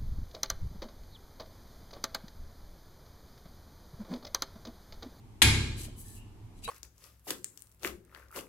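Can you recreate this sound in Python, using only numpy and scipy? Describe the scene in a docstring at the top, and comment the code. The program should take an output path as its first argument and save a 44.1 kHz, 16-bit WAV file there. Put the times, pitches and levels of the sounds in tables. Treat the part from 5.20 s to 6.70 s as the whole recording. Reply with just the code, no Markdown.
"""A steel cleaver, laid flat, smashes a garlic clove on a thick wooden block.
The blade claps and rings, the clove crunches, and the table under the block booms.
The blade then scrapes up the pulp, which slides off the steel and drops into a metal bowl.
The kitchen's hard walls echo, and a ventilator hums throughout."""
import sys
import numpy as np
from scipy import signal
from scipy.fft import rfft, irfft
from scipy.io import wavfile
from scipy.ndimage import uniform_filter1d

SR = 44100
rng = np.random.default_rng(int(sys.argv[2]) if len(sys.argv) > 2 else 0)


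def wav_out(sig):
    """Save sig, one row per channel (or a flat mono array), as 16-bit PCM at SR to the path in sys.argv[1]."""
    wavfile.write(sys.argv[1], SR, np.round(np.clip(np.atleast_2d(sig).T, -1, 1) * 32767).astype(np.int16))


N = 66150
T = np.arange(N) / SR
FREQS_HZ = np.fft.rfftfreq(N, 1 / SR)

# A "colour" says how strong each pitch is in a sound. A "mode" is a tone that a struck thing rings at.
# fade_s is the time to fall by 60 dB; decay_s is the time to fall to about a third.
# colour of the ventilator's rushing air: pitch_hz, relative_db
AIR_COLOUR = [(13, -46.5), (22, 2), (70, -11.5), (103, 1.5), (147, -19), (236, -12), (278, -17), (420, -23),
              (524, -34.5), (861, -28), (1580, -42), (2260, -40.5), (4500, -46.5), (13600, -51),
              (16000, -69)]
# the kitchen's echo, band by band: pitch_hz, level_db, fade_s
ECHO_BANDS = [(150, -1, 0.81), (500, -8.5, 0.52), (1000, -0.5, 0.76), (2156, -3.5, 0.62),
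              (4000, -0.5, 0.68), (7450, -2.5, 0.61), (10400, -4, 0.51), (14000, -5.5, 0.23)]
# colour of the clap that the blade throws at the walls: pitch_hz, relative_db
THROWN_COLOUR = [(100, -14.5), (330, -3), (560, -5), (850, -3), (1250, -5), (1700, -1), (2300, 1),
                 (3000, -4), (3900, 0.5), (5000, -2.5), (6100, -6), (7400, -2), (9000, -8.5), (10300, -7.5),
                 (12000, -10), (15500, -24.5)]
# clusters of close blade modes in that clap: pitch_hz, width_hz, boost_db
THROWN_PEAKS = [(1610, 50, 5.5), (1868, 40, -0.5), (2177, 99, 11.5), (2456, 70, 9), (2874, 120, 8.5),
                (3210, 41, 8.5), (3593, 22, 7), (9555, 62, 7), (9900, 87, 2)]
# garlic landing in the bowl: start_s, pat_gain_db, ring_gain_db
GARLIC_DROPS = [(1.4777, 0.5, -2), (1.4867, -1.5, 1)]
# colour of a wet pat: pitch_hz, relative_db
PAT_COLOUR = [(200, -42), (400, -16), (600, 3), (1000, 4), (1800, -10), (4000, -15), (5200, -27),
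              (9000, -14.5), (15000, -30)]
# modes of the bowl: pitch_hz, relative_db, fade_s
BOWL_MODES = [(491, -37.5, .4), (600, -63, .15), (630, -45.5, 0.21), (830, -40.5, 0.15), (910, -41.5, 0.14),
              (1106, -31.5, 0.12), (1334, -60, 0.084), (1730, -55, .1), (2200, -51, 0.11), (2500, -51, .15),
              (3200, -53.5, 0.17), (4350, -57, 0.25), (8100, -52, .1), (9950, -49, 0.27)]
# strokes of steel on wood and pulp: start_s, rise_s, hold_s, fall_s, level_db, tilt_db_per_octave
STROKES = [(0.559, 0.039, 0.047, 0.036, -45, -3.5), (0.758, 0.043, 0.0084, 0.047, -49, 5),
           (0.82, 0.04, 0.1, 0.06, -54.5, 1.1), (1.341, 0.037, .02, .02, -66.5, -4.5),
           (1.416, 0.021, 0.03, .04, -53, -6), (1.433, .017, 0.0021, 0.0072, -43.5, -1)]
# colour of the scraping: pitch_hz, relative_db
SCRAPE_COLOUR = [(500, -18.5), (1500, -18), (3000, -2.5), (4200, -4.5), (5400, -2), (8000, 5.5),
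                 (10200, -2.5), (13000, -4), (15500, -6)]
# pitches that rubbed steel brings out: pitch_hz, width_hz, boost_db
SCRAPE_PEAKS = [(4047, 50, 13.5), (4700, 73, 6.5), (6050, 36, 7.5), (7840, 70, 6.5), (8440, 43, 5),
                (8720, 52, 7.5), (9740, 135, 14), (10300, 76, 15), (11060, 60, 13.5), (11550, 70, 8),
                (12400, 70, 14.5), (12850, 80, 10)]
# blade modes that the strokes set singing: start_s, pitch_hz, width_hz, level_db, rise_s, decay_s
SINGING_MODES = [(0.57, 3060, 44, -56.5, 0.045, 0.11), (0.84, 1750, 53, -59, 0.05, 0.082),
                 (.955, 2810, 180, -53, 0.044, 0.056), (1.444, 3895, 36, -38.5, 0.0062, 0.022),
                 (1.436, 4630, 34, -43, 0.0051, 0.011), (1.432, 2660, 220, -45, 0.0087, 0.039)]
# colour of the blade's soft bump on the block: pitch_hz, relative_db
BUMP_COLOUR = [(80, 12), (300, -10.5), (650, -11), (1200, -26), (3000, -37)]
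# modes of block and table: pitch_hz, level_db, fade_s, rise_s
TABLE_MODES = [(36.15, -20, 1.37, 0.62), (71.76, -19.5, 0.93, 0.03), (102.5, -26, 1.42, .03),
               (138.4, -34, 1.5, 0.12), (223.8, -30, 0.82, 0.038), (275, -37, .6, .02),
               (318.4, -33.5, 0.64, .003), (421.2, -42, 0.97, 0.0078)]
# colour of the rumbling table top and frame: pitch_hz, relative_db
RUMBLE_COLOUR = [(20, -10), (45, -4), (62, -7.5), (115, 4), (170, -9.5), (230, -4.5), (400, -13.5),
                 (520, -24.5), (900, -53)]
# modes of the cleaver: pitch_hz, relative_db, fade_s
BLADE_MODES = [(903, -29.5, 0.18), (1651, -24.5, .25), (1841, -34.5, .5), (2232, -29, .45),
               (2262, -45, 0.79), (2425, -31.5, 0.54), (3304, -24.5, .3), (3538, -27, .22),
               (3994, -24.5, .25), (4350, -28, 0.23), (7230, -22, 0.069), (7990, -29.5, 0.18),
               (9400, -26.5, 0.15), (10194, -28, 0.36)]
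# the blade hits the clove, then the wood: delay_s, level_db, decay_s, tilt_db_per_octave
SMASH_HITS = [(0, -6.5, 0.0029, -1), (.0036, -10, 0.0084, 2)]
# colour of the clap and the crunch: pitch_hz, relative_db
CLAP_COLOUR = [(100, -12), (330, -1.5), (540, -32.5), (850, -1), (1250, -8), (2200, 2), (3700, 1),
               (5600, -9), (7600, -3.5), (10200, -5.5), (12500, -15), (15500, -34)]
# colour of the wood's dry knock: pitch_hz, relative_db
KNOCK_COLOUR = [(200, -17.5), (550, -15.5), (850, 1), (1150, -5.5), (1700, 2), (2400, -9), (4000, -20.5),
                (9000, -39)]

SMASH_START_S, SMASH_RISE_S = .2186, .0003
DECAYS_PER_FADE = np.log(1000)  # fade_s divided by this gives decay_s


def gain(db):
    """Turn decibels into a factor to multiply by."""
    return 10 ** (np.asarray(db) / 20)


def normalise(x):
    """Scale a sound to an average power of 1."""
    return x / np.sqrt(np.mean(x ** 2))


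def pan(left_db):
    """Left and right gains that make the left side louder by left_db."""
    return gain(np.array([[left_db], [-left_db]]) / 2)


def colour(x, points, tilt_db=0, peaks=()):
    """Give a sound a colour, a tilt toward treble or bass, and ringing peaks; its power ends up at 1."""
    pitches_hz, levels_db = np.array(points, float).T
    curve_db = np.interp(np.log(FREQS_HZ + 1), np.log(pitches_hz), levels_db)
    octaves = np.log2(FREQS_HZ / SR + 1e-3)
    shape = gain(curve_db + tilt_db * octaves)
    for hz, width, db in peaks:
        shape = shape * (1 + (gain(db) - 1) / (1 + 2j * (FREQS_HZ - hz) / width))
    return normalise(irfft(rfft(x) * shape, N))


def spread(pair, wide_above_hz=903.5, bass_side_db=-12.5):
    """Turn two unrelated sounds into left and right: alike in the bass, unrelated in the treble."""
    width = np.maximum(FREQS_HZ / np.hypot(FREQS_HZ, wide_above_hz), gain(bass_side_db))
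    side = irfft(rfft(pair[1]) * width, N)
    return normalise(np.array([pair[0] + side, pair[0] - side]))


def noise():
    """An even hiss in stereo."""
    return spread(rng.standard_normal((2, N)))


def clicks(per_s, uneven_db):
    """A stereo stream of tiny clicks of uneven size."""
    hits = rng.random((2, N)) < per_s / SR
    signs = np.sign(rng.standard_normal((2, N)))
    sizes = gain(uneven_db * rng.exponential(size=(2, N)))
    return spread(hits * signs * sizes)


def burst(start_s, rise_s, decay_s):
    """A loudness curve that rises, then dies away."""
    age = np.maximum(T - start_s, 0)
    return (1 - np.exp(-age / rise_s)) * np.exp(-age / decay_s)


def ring(modes, start_s, rise_s, scatter_rad=0):
    """Fading tones struck together; scatter shifts each wave at random for each ear."""
    age = np.maximum(T - start_s, 0)
    out = 0
    for hz, db, fade_s in modes:
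        phase = 2 * np.pi * hz * age + scatter_rad * rng.standard_normal((2, 1))
        out = out + gain(db) * burst(start_s, rise_s, fade_s / DECAYS_PER_FADE) * np.sin(phase)
    return out


def ventilator(air_db=-49.5, hum_hz=103.4, hum_db=-62.5, waver_db=5.5):
    """A low rush of air with a wavering hum."""
    drift = uniform_filter1d(rng.standard_normal(N), size=4000)
    waver = normalise(uniform_filter1d(drift, size=4000))
    hum = np.sqrt(2) * gain(hum_db + waver_db * waver) * np.sin(2 * np.pi * hum_hz * T)
    return gain(air_db) * colour(noise(), AIR_COLOUR) + hum


def kitchen_echo(x, delay_s=.0017, rise_s=.01):
    """Hard walls smear a sound into an echo that dies sooner in the treble."""
    hiss_spectrum = rfft(noise())
    log_pitches = np.log([row[0] for row in ECHO_BANDS])
    tail = 0
    for this_band, (_, db, fade_s) in zip(np.eye(len(ECHO_BANDS)), ECHO_BANDS):
        band = np.interp(np.log(FREQS_HZ + 1), log_pitches, this_band)
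        fade = burst(delay_s, rise_s, fade_s / DECAYS_PER_FADE)
        tail = tail + gain(db) * irfft(hiss_spectrum * band, N) * fade / np.sqrt(np.sum(fade ** 2))
    return signal.fftconvolve(x.mean(axis=0, keepdims=True), tail, axes=1)[:, :N]


def thrown_clap(strength_db=15.5):
    """To the far walls, the whole smash is one steely click."""
    click = np.zeros(N)
    click[int(SMASH_START_S * SR)] = 1
    return gain(strength_db) * colour(click, THROWN_COLOUR, peaks=THROWN_PEAKS) / np.sqrt(N)


def bowl(pat_base_db=-35):
    """Soft pieces of garlic pat into the metal bowl and make it ring."""
    out = 0
    for start_s, pat_db, ring_db in GARLIC_DROPS:
        pat = burst(start_s, rise_s=.00027, decay_s=.0043) * colour(noise(), PAT_COLOUR)
        tones = ring(BOWL_MODES, start_s, rise_s=.00081, scatter_rad=.74)
        out = out + gain(pat_base_db + pat_db) * pat + gain(ring_db) * tones
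    return out * pan(left_db=.5)


def scraping(bump_db=-38):
    """Rubbing makes dense tiny clicks that set the steel singing; the blade bumps the block once."""
    bump = burst(start_s=.681, rise_s=.0016, decay_s=.014) * colour(noise(), BUMP_COLOUR)
    out = gain(bump_db) * bump
    for start_s, rise_s, hold_s, fall_s, db, tilt_db in STROKES:
        pressure = np.interp(T, start_s + np.cumsum([0, rise_s, hold_s, fall_s]), [0, 1, 1, 0])
        rubbing = colour(clicks(per_s=4500, uneven_db=2.5), SCRAPE_COLOUR, tilt_db, SCRAPE_PEAKS)
        out = out + gain(db) * pressure * rubbing
    for start_s, hz, width, db, rise_s, decay_s in SINGING_MODES:
        # a narrow slice of hiss sounds like a rough tone
        tone = irfft(rfft(noise()) / (1 + 1j * (FREQS_HZ - hz) / width) ** 2, N)
        out = out + gain(db) * burst(start_s, rise_s, decay_s) * normalise(tone)
    return out * pan(left_db=3)


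def table_boom(rumble_db=-25.5, rumble_fade_s=1.164):
    """The blow sets the heavy block swinging, and the table follows."""
    swell = burst(SMASH_START_S, rise_s=.012, decay_s=rumble_fade_s / DECAYS_PER_FADE)
    rumble = gain(rumble_db) * swell * colour(noise(), RUMBLE_COLOUR)
    return rumble + sum(ring([mode], SMASH_START_S, rise_s) for *mode, rise_s in TABLE_MODES)


def blade_ring(gain_db=-3):
    """The struck steel rings on after the blow."""
    tones = ring(BLADE_MODES, SMASH_START_S, rise_s=.0025, scatter_rad=.42)
    return gain(gain_db) * tones * pan(left_db=3)


def smash(knock_db=-18.5, crunch_db=-19):
    """The blade claps on clove, then block; the wood knocks and the clove's cells burst with a crunch."""
    claps = 0
    for delay_s, db, decay_s, tilt_db in SMASH_HITS:
        loudness = gain(db) * burst(SMASH_START_S + delay_s, SMASH_RISE_S, decay_s)
        claps = claps + loudness * colour(noise(), CLAP_COLOUR, tilt_db)
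    wood = colour(rng.standard_normal(N), KNOCK_COLOUR)
    knock = gain(knock_db) * burst(SMASH_START_S, SMASH_RISE_S, decay_s=.004) * wood
    cells = colour(clicks(per_s=2900, uneven_db=3.5), CLAP_COLOUR)
    crunch = gain(crunch_db) * burst(SMASH_START_S, rise_s=.002, decay_s=.0065) * cells
    return (claps + knock + crunch) * pan(left_db=4.5)


def scene():
    """Cleaver and bowl with their echo, over the table's boom and the ventilator."""
    blade, strokes, drops = blade_ring(), scraping(), bowl()
    to_walls = thrown_clap() + gain(db=-1.5) * blade + gain(db=-7.5) * strokes + gain(db=1) * drops
    echo = kitchen_echo(to_walls)
    return smash() + blade + strokes + drops + echo + table_boom() + ventilator()


def record(dry, top_hz=15600):
    """Round off the loudest peaks and cut the highest treble."""
    treble_cut = signal.ellip(8, .2, 80, top_hz, fs=SR, output="sos")
    return signal.sosfilt(treble_cut, np.tanh(dry))


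dry = scene()
out = record(dry)
wav_out(out)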